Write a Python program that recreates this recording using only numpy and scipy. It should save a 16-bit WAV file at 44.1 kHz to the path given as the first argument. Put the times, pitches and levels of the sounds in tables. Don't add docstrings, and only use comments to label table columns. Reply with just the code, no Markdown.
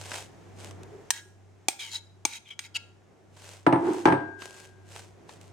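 import sys
import numpy as np
from scipy import signal
from scipy.fft import rfft, irfft
from scipy.io import wavfile
from scipy.ndimage import uniform_filter1d, minimum_filter1d

SR = 44100
rng = np.random.default_rng(int(sys.argv[2]) if len(sys.argv) > 2 else 0)


def transcribe(signal):
    frames = np.atleast_2d(signal).T
    limited = np.clip(frames, -1, 1)
    pcm = np.round(limited * 32767).astype(np.int16)
    wavfile.write(sys.argv[1], SR, pcm)


N = 243775
T = np.arange(N) / SR

# start_s, level_db, snap_length_s, low_hz, middle_hz, high_hz (cavity resonances), thump_db,
# bass_db, treble_db_per_decade, squelch_peak_after_s, squelch_end_after_s, squelch_db
SMACK_EVENTS = [(1.1046, 6.5, 0.0055, 930, 1805, 4070, -28, -5.5, 4.5, .06, .112, -37.5),
                (1.6842, 9.5, .0031, 783, 2400, 3310, -9, -0.5, 2, 0.052, 0.052, -41.5),
                (2.2516, 7.5, 0.0037, 855, 2310, 3410, -5.5, 3, -4.5, 0.11, 0.14, -32.5),
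                (2.5913, -3.5, 0.0036, 873, 2334, 2850, -23, -16, -22.5, 0.062, 0.089, -40.5)]
# pitch_hz, level_db, t60_s
METAL_RING = [(8680, 6.5, 0.12), (8400, -9, .3), (10300, -17, 0.17), (12340, -13, 0.24), (13700, -19, .16),
              (14850, -17, .16)]
# frequency_hz, level_db
CLUNK_COLOUR = [(29, -54.5), (50, -22), (125, -14), (232, -12.5), (299, 0.5), (609, -18.5), (667, -12.5),
                (899, -7.5), (1130, -18), (1560, -22), (3400, -38), (7080, -53), (8910, -52), (10900, -98),
                (12000, -67), (15600, -99), (22000, -120)]


def amp(db):
    return 10 ** (np.asarray(db) / 20)


def unit(x):
    return x / np.sqrt(np.mean(x ** 2) + 1e-18)


def add(out, s, x):
    i = max(int(s * SR), 0)
    out[:, i:i + x.shape[1]] += x[:, :N - i]


def colour(x, points):
    hz, db = np.transpose(points)
    grid = np.maximum(np.fft.rfftfreq(2048, 1 / SR), 1)
    level_db = np.interp(np.log(grid), np.log(hz), db)
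    cepstrum = irfft(np.log(amp(level_db)))
    cepstrum[1:len(grid) - 1] *= 2
    cepstrum[len(grid):] = 0
    response = irfft(np.exp(rfft(cepstrum)))
    response = response[None] / np.linalg.norm(response)
    return signal.fftconvolve(x, response, axes=1)[:, :x.shape[1]]


def noise(size, likeness, wide_hz=170, narrow_hz=9000):
    mid, side = rng.standard_normal((2, size))
    band = signal.butter(2, [wide_hz, min(narrow_hz, .45 * SR)], "band", fs=SR, output="sos")
    side = signal.sosfilt(band, side)
    c = np.clip(likeness, -1, 1)
    return np.sqrt((1 + c) / 2) * mid + np.sqrt((1 - c) / 2) * np.array([side, -side])


def wander(size, rate):
    steps = np.arange(size) * rate / SR
    count = int(steps[-1]) + 2
    return np.interp(steps, np.arange(count), rng.standard_normal(count))


def fade(t, t60):
    return amp(-60 * t / max(t60, 1e-4))


def ring(modes, t, spread=0.):
    sides = np.array([[1], [-1]])
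    total = 0
    for k, (hz, db, t60) in enumerate(modes):
        shift = spread * min(hz / 1000, 1) * sides
        total = total + (-1) ** k * amp(db) * fade(t, t60) * np.sin(2 * np.pi * hz * t + shift)
    return total


def resonate(x, modes, length):
    response = ring(modes, T[:int(length * SR)], spread=0.29)
    return signal.fftconvolve(x, response / np.linalg.norm(response[0]), axes=1)[:, :N]


def swells(rows):
    edge_db = -11
    total = 0
    for peak, rise, fall, db in rows:
        distance = (T - peak) / np.where(T < peak, rise, fall)
        total = total + amp(db + edge_db * distance ** 2)
    return total


def background():
    # peak_s, rise_s, fall_s, level_db
    shuffle_moves = [(.82, 0.48, 0.42, -50), (3.1, 0.49, 0.65, -54.5), (5.5, 0.85, .2, -54.5)]
    # frequency_hz, level_db
    shuffle_colour = [(70, -26.5), (150, -3), (240, -10), (380, -3.5), (520, -10), (700, -11), (1100, -21),
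                      (2000, -25), (4000, -47.5), (12000, -59)]
    # frequency_hz, level_db
    air_colour = [(25, -26), (60, -13.5), (90, -12), (160, -8.5), (250, -14.5), (390, -9), (500, -19),
                  (750, -16), (1100, -24), (2000, -27.5), (4500, -36.5), (6500, -34), (9000, -41.5),
                  (15500, -57)]
    hum_hz, hum_db = 98, -52
    second_hum_db, beat_hz = -3.5, 1.422
    lull_s = 3.15
    lead = 0.79 * np.array([[.5], [-.5]])

    t = T - lull_s
    first = np.sin(2 * np.pi * hum_hz * t + lead)
    second = amp(second_hum_db) * np.sin(2 * np.pi * (hum_hz - beat_hz) * t + lead)
    hum = amp(hum_db) * np.sqrt(2) * (first - second) * amp(0.77 * wander(N, 8.3))
    rustle = colour(noise(N, 0.47) * amp(2 * wander(N, 32)), shuffle_colour)
    air = amp(-53) * colour(noise(N, 0.37, wide_hz=80), air_colour)
    return hum + swells(shuffle_moves) * rustle + air


def bumps():
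    # start_s, level_db, pitch_hz, t60_s
    bump_notes = [(0.916, -39, 419.4, 0.18), (0.946, -38, 390.5, 0.19), (0.976, -45.5, 450, 0.18),
                  (1.255, -37, 373, .12)]
    out, t = np.zeros((2, N)), T[:SR // 5]
    onset = 1 - np.exp(-t / 0.0065)
    for s, db, hz, t60 in bump_notes:
        add(out, s, ring([(hz, db, t60)], t, spread=.5) * onset)
    return out


def rebounds(count=2, softer=1.1):
    # start_s, level_db, contact_time_s, ring_db, first_rebound_db
    pan_knocks = [(3.665, 9, 0.00043, -23, -21.5), (3.7256, 6.5, 0.00065, -15, -13),
                  (3.759, -2.5, 0.0011, -4, -6.5), (4.055, 9, 0.000083, 2.5, -9.5),
                  (4.083, 1.5, 0.00056, -7, -3.5), (4.123, 3.5, 0.00053, -1.5, -11)]
    first_gap_s, gap_shrink, loss_db = .018, .7, -3.5
    blows = []
    for s, db, contact, ring_db, rebound_db in pan_knocks:
        blows.append((s, db, contact, ring_db))
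        for k in range(count):
            s = s + first_gap_s * gap_shrink ** k
            blows.append((s, db + rebound_db + k * loss_db, contact * softer, ring_db - 7))
    return blows


def pan(push=4):
    # pitch_hz, level_db, t60_s
    pan_modes = [(131.2, -10.5, 0.34), (177, -13, 0.25), (285, -14, 0.11), (283, 2.5, 0.1),
                 (333.6, -2.5, 0.29), (370, -14.5, 0.43), (517, -23, 0.27), (545.5, -12, 0.32),
                 (680.7, -11, 0.42), (770, -19, .22), (854, -14, 0.12), (874, -2.5, 0.25), (898, -10, 0.26),
                 (978, 0, 0.17), (1008, -17, .2), (1202, -14, 0.31), (1331, -10, 0.25), (1718, -13, 0.23)]
    # pitch_hz, level_db, t60_s, left_minus_right_db
    long_ring = [(359, -14, 1.5, -14), (376, -8.5, 2.46, -4.5), (406, 6, 0.83, -2.5),
                 (1506, -8.5, 1.3, 0.5), (1608, -4, 1.17, 21.5)]
    tick_colour = [(300, -13.5), (1300, 1.5), (2200, -1.0), (4000, -18.5), (6500, -21.5),
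                   (10000, -36.0), (16000, -45.5)]

    out, t = np.zeros((2, N)), T[:int(1.4 * SR)]
    body = amp(-20) * ring(pan_modes, t, spread=0.68)
    thin = amp(-54.5) * ring(METAL_RING, t, spread=0.18)
    free = 0
    for hz, db, t60, side_db in long_ring:
        level = amp(db + np.array([[side_db], [-side_db]]) / 2)
        free = free + level * fade(t, t60) * np.sin(2 * np.pi * hz * t)
    for s, db, contact, ring_db in rebounds():
        rattle = noise(len(t), 0.22, wide_hz=503) * (fade(t, 0.058) + amp(-13.5) * fade(t, 0.51))
        rattle[:, 0] += push
        blow = amp(-11) * colour(rattle, CLUNK_COLOUR) + body + amp(ring_db - 38) * free
        tick = amp(-18.0) * colour(noise(len(t), 0.31) * fade(t, 0.042), tick_colour)
        soft = np.exp(-2 * np.pi / (max(contact, 1e-5) * SR))
        smoothed = signal.lfilter([1 - soft], [1, -soft], blow + tick)
        add(out, s, amp(db) * (smoothed + thin))
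    return out


def judder(slip_hz=331, unsteady=0.1292, scrape_db=-6):
    # peak_s, rise_s, fall_s, level_db
    slides = [(3.882, 0.057, 0.088, -18.5), (4.01, 0.043, 0.12, -33)]
    phase = 2 * np.pi * np.cumsum(slip_hz * (1 + unsteady * wander(N, 220))) / SR
    slips = unit(np.sin(phase) * amp(3.2 * wander(N, 110))) * amp([[-1.5], [1.5]])
    rubbing = noise(N, 0.22, wide_hz=450) * (1 + np.cos(phase))
    scrape = unit(colour(rubbing, CLUNK_COLOUR))
    return swells(slides) * (slips + amp(scrape_db) * scrape)


def chirps(glide, rough, slips_per_s=420, scatter=0.081, slip_t60=0.032):
    size, t = len(glide), T[:SR // 50]
    cycles, out, at = np.cumsum(glide) / SR, np.zeros((1, size + len(t))), 0.
    envelope = fade(t, slip_t60) * (1 - np.exp(-t / 0.00023))
    for gap, pitch, strength, slack in rng.standard_normal((120, 4)):
        i = int(at * SR)
        if i >= size:
            break
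        hz = glide[i] * (1 + scatter * rough * pitch)
        chirp = np.sin(2 * np.pi * (hz * t + cycles[i] + rough * slack / 3)) * envelope
        add(out, at, amp(3.6 * rough * strength) * chirp[None])
        at += np.exp(0.49 * gap) / slips_per_s
    return unit(out[:, :size])


def suction(start, peak, end, fizz_db, tones, sag, rough):
    t = T[:max(int((end - start) * SR), 64)]
    swell = np.interp(start + t, [start, min(peak, end), end], [0, 1, 0]) ** 0.96
    fizz = amp(fizz_db) * unit(noise(len(t), 0.58) * amp(3.8 * wander(len(t), 700)))
    squeak = sum(amp(db) * chirps(hz * (1 - sag * t), rough) for hz, db in tones)
    return swell * fizz, swell * squeak


def squelches():
    # start_s, peak_s, end_s, fizz_db, squeak_db, starting_pitch_hz, second_tone_pitch_ratio,
    # second_tone_db, roughness (0-1)
    squeak_events = [(1.788, 1.8, 1.926, -32, -34.5, 2453, 1.38, 1, 0.37),
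                     (1.898, 1.944, 1.998, -30.5, -34, 4360, 1.68, -3.5, 0.57),
                     (1.951, 1.954, 1.971, -51, -20, 3966, 1.28, -15, 0.03),
                     (2.443, 2.49, 2.5, -49.5, -45.5, 2490, 1.3, 2.5, 0.77),
                     (2.502, 2.505, 2.546, -45.5, -36, 2353, 1.37, 2.5, 0.34),
                     (2.742, 2.766, 2.776, -26.5, -19.5, 2863, 1.69, -8, 0.48)]
    # pitch_ratio, level_db
    partials = [(.5, -21), (2.5, -22)]
    # frequency_hz, level_db
    fizz_colour = [(300, -30.5), (800, -9.5), (1200, -13.5), (2200, -5), (4000, -3.5), (6500, -5),
                   (9000, -9), (11000, -13), (13000, -18.5), (15500, -22)]
    # pitch_hz, level_db, t60_s
    cavity_modes = [(915, -9, 0.072), (1443, -10, .016), (2200, -3.5, 0.067), (2630, -5.5, 0.014),
                    (3270, 4.5, 0.02), (3800, 7, 0.023), (4570, -6.5, .02), (5030, -7, 0.12),
                    (6110, -1.5, 0.024), (6600, 3.5, 0.02), (7100, -0.5, .024), (7200, -4.5, .015),
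                    (8600, -4.5, 0.02)]
    squelch_tone_db, squelch_rough = -3, 1.05
    sag_per_s = 1.2

    pulls = []
    for s, _, _, _, middle, *_, peak, end, db in SMACK_EVENTS:
        tones = [(middle, db + squelch_tone_db)]
        pulls.append((s, s + peak, s + end, db, tones, 0, squelch_rough))
    for start, peak, end, fizz_db, db, hz, ratio, second_db, rough in squeak_events:
        tones = [(hz * r, db + d) for r, d in [(1, 0), (ratio, second_db)] + list(partials)]
        pulls.append((start, peak, end, fizz_db, tones, sag_per_s, rough))
    fizz, squeak = np.zeros((2, N)), np.zeros((2, N))
    for start, *shape in pulls:
        air, film = suction(start, *shape)
        add(fizz, start, air)
        add(squeak, start, film)
    hollow = amp(-1) * resonate(fizz, cavity_modes, .04)
    return amp(-3.5) * colour(fizz, fizz_colour) + hollow + squeak


def smacks():
    # frequency_hz, level_db
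    snap_colour = [(50, -39.5), (140, -21.5), (330, -14), (550, -14.5), (850, -0.5), (1400, -13),
                   (2400, -3.5), (4400, -2.5), (5600, -1), (6500, 0.5), (8800, -3), (10000, -11),
                   (15000, -19.5)]
    out, t = np.zeros((2, N)), T[:SR // 2]
    for s, db, length, low, middle, high, thump_db, bass_db, treble_db, *_ in SMACK_EVENTS:
        shape = []
        for hz, d in snap_colour:
            tilt_db = bass_db * (hz < 1200) + treble_db * np.log10(max(hz / 2000, 1))
            shape.append((hz, d + tilt_db))
        burst = np.exp(-(t / length) ** 2) + amp(-15.5) * fade(t, 0.1)
        snap = colour(noise(len(t), 0.64) * burst, shape)
        modes = [(330, thump_db, .025), (low, bass_db - 2.0, .024), (middle, 0, .025),
                 (high, -6, .02), (6430, 2, .016)]
        cavity = ring(modes, t, spread=0.21)
        cavity *= 1 - np.exp(-t / 0.0006)
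        thin = ring(METAL_RING, t, spread=.4)
        add(out, s, amp(db) * (amp(-15.0) * snap + amp(-14.0) * cavity + amp(-37.5) * thin))
    return out


def leaves(grain_db=3.0, grains_per_s=1900):
    # peak_s, rise_s, fall_s, level_db
    strokes = [(.02, 0.1, 0.085, -51.5), (.158, 0.074, 0.084, -44), (.622, 0.048, 0.094, -53),
               (3.49, 0.12, 0.11, -46.5), (3.97, .14, 0.087, -45), (4.425, 0.031, 0.061, -46),
               (4.575, 0.089, 0.11, -50), (4.96, 0.078, 0.1, -49.5), (5.308, 0.026, 0.07, -55),
               (5.425, 0.022, .1, -62.5)]
    # frequency_hz, level_db
    leaf_colour = [(260, -35), (450, -2.5), (485, -5), (530, -3), (1020, -6.5), (1230, -12), (1580, -6.5),
                   (1760, -10.5), (2660, -7.5), (3850, -11.5), (8200, -11), (15500, -34)]
    # start_s, level_db, thud_db
    leaf_snaps = [(0.1171, -26.5, 4.5), (.1406, -17, -9), (0.7098, -28.5, -7.5), (.833, -29.5, -17),
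                  (3.369, -32, 1), (4.42, -25.5, 7), (4.962, -18.5, -8), (5.293, -36, 8.5),
                  (5.413, -29, -18)]
    thud_colour = [(100, -16), (400, -4.5), (850, 0.5), (1600, -1.5), (5000, -12.0), (15000, -41.5)]  # hz, db

    grains = (rng.random(N) < grains_per_s / SR) * amp(grain_db * np.minimum(rng.exponential(size=N), 6))
    crackle = unit(noise(N, .7) * grains) + amp(-2.5) * noise(N, 0.47)
    cracks = amp(2.5) * crackle * swells(strokes)
    thuds, t = np.zeros((2, N)), T[:SR // 8]
    for s, db, thud_db in leaf_snaps:
        add(cracks, s, amp(db - 13) * noise(len(t), 0.85) * fade(t, 0.015))
        add(thuds, s, amp(db + thud_db - 9.5) * noise(len(t), 0.6) * fade(t, 0.032))
    return colour(cracks, leaf_colour) + colour(thuds, thud_colour)


def nearby(x, share_db=-4, t60=0.0078, low_hz=2200, high_hz=6000):
    t = T[:SR // 50]
    band = signal.butter(2, [low_hz, high_hz], "band", fs=SR, output="sos")
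    early = signal.sosfilt(band, unit(rng.standard_normal(len(t)) * fade(t, t60)))
    side = amp(share_db) * signal.fftconvolve(x.mean(axis=0), early / np.sqrt(len(t)))[:N]
    return x + np.array([side, -side])


def kitchen(x, wet_db=-20, t60=0.39, treble_t60=0.47):
    t = T[:int(.7 * SR)]
    scatter = noise(len(t), 0.066)
    lows = signal.sosfilt(signal.butter(1, 4500, fs=SR, output="sos"), scatter)
    tail = lows * fade(t, t60) + amp(-4.5) * (scatter - lows) * fade(t, treble_t60)
    tail = tail * (1 - np.exp(-t / 0.0075))
    return x + amp(wet_db) * signal.fftconvolve(x, tail / np.linalg.norm(tail[0]), axes=1)[:, :N]


def gain_control(x):
    ceiling_db, recovery_db_per_s, sense_hz = -17.5, 2.5, 1940
    window = SR // 200
    treble = signal.sosfilt(signal.butter(1, sense_hz, "high", fs=SR, output="sos"), x)
    power = uniform_filter1d(np.mean(treble ** 2, axis=0), window)
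    over_db = np.maximum(10 * np.log10(np.maximum(power, 1e-12)) - ceiling_db, 0)
    recovered_db = recovery_db_per_s * T
    cut_db = np.maximum.accumulate(over_db + recovered_db) - recovered_db
    return x * uniform_filter1d(minimum_filter1d(amp(-cut_db), 2 * window), window)


def scene():
    # pitch_hz, level_db, t60_s
    bowl_modes = [(1380, 5, 0.58), (1430, 3, 0.41), (1650, 5.5, 0.46), (3270, -8, .5), (3860, -10, .45),
                  (4073, 0, 0.22), (4950, -7.5, .4), (6770, -4, 0.36)]
    wet = smacks() + squelches()
    wet = wet + amp(-23.0) * resonate(wet, bowl_modes, 0.63)
    no_bass = signal.butter(4, 88, "high", fs=SR, output="sos")
    heavy = signal.sosfilt(no_bass, pan() + judder())
    return kitchen(nearby(wet + leaves()) + heavy + bumps()) + background()


def record(dry):
    top_hz = 16000
    rounded = .85 * np.tanh(gain_control(dry) / .85)
    return signal.sosfilt(signal.ellip(8, .2, 70, top_hz, fs=SR, output="sos"), rounded)


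dry = scene()
out = record(dry)
transcribe(out)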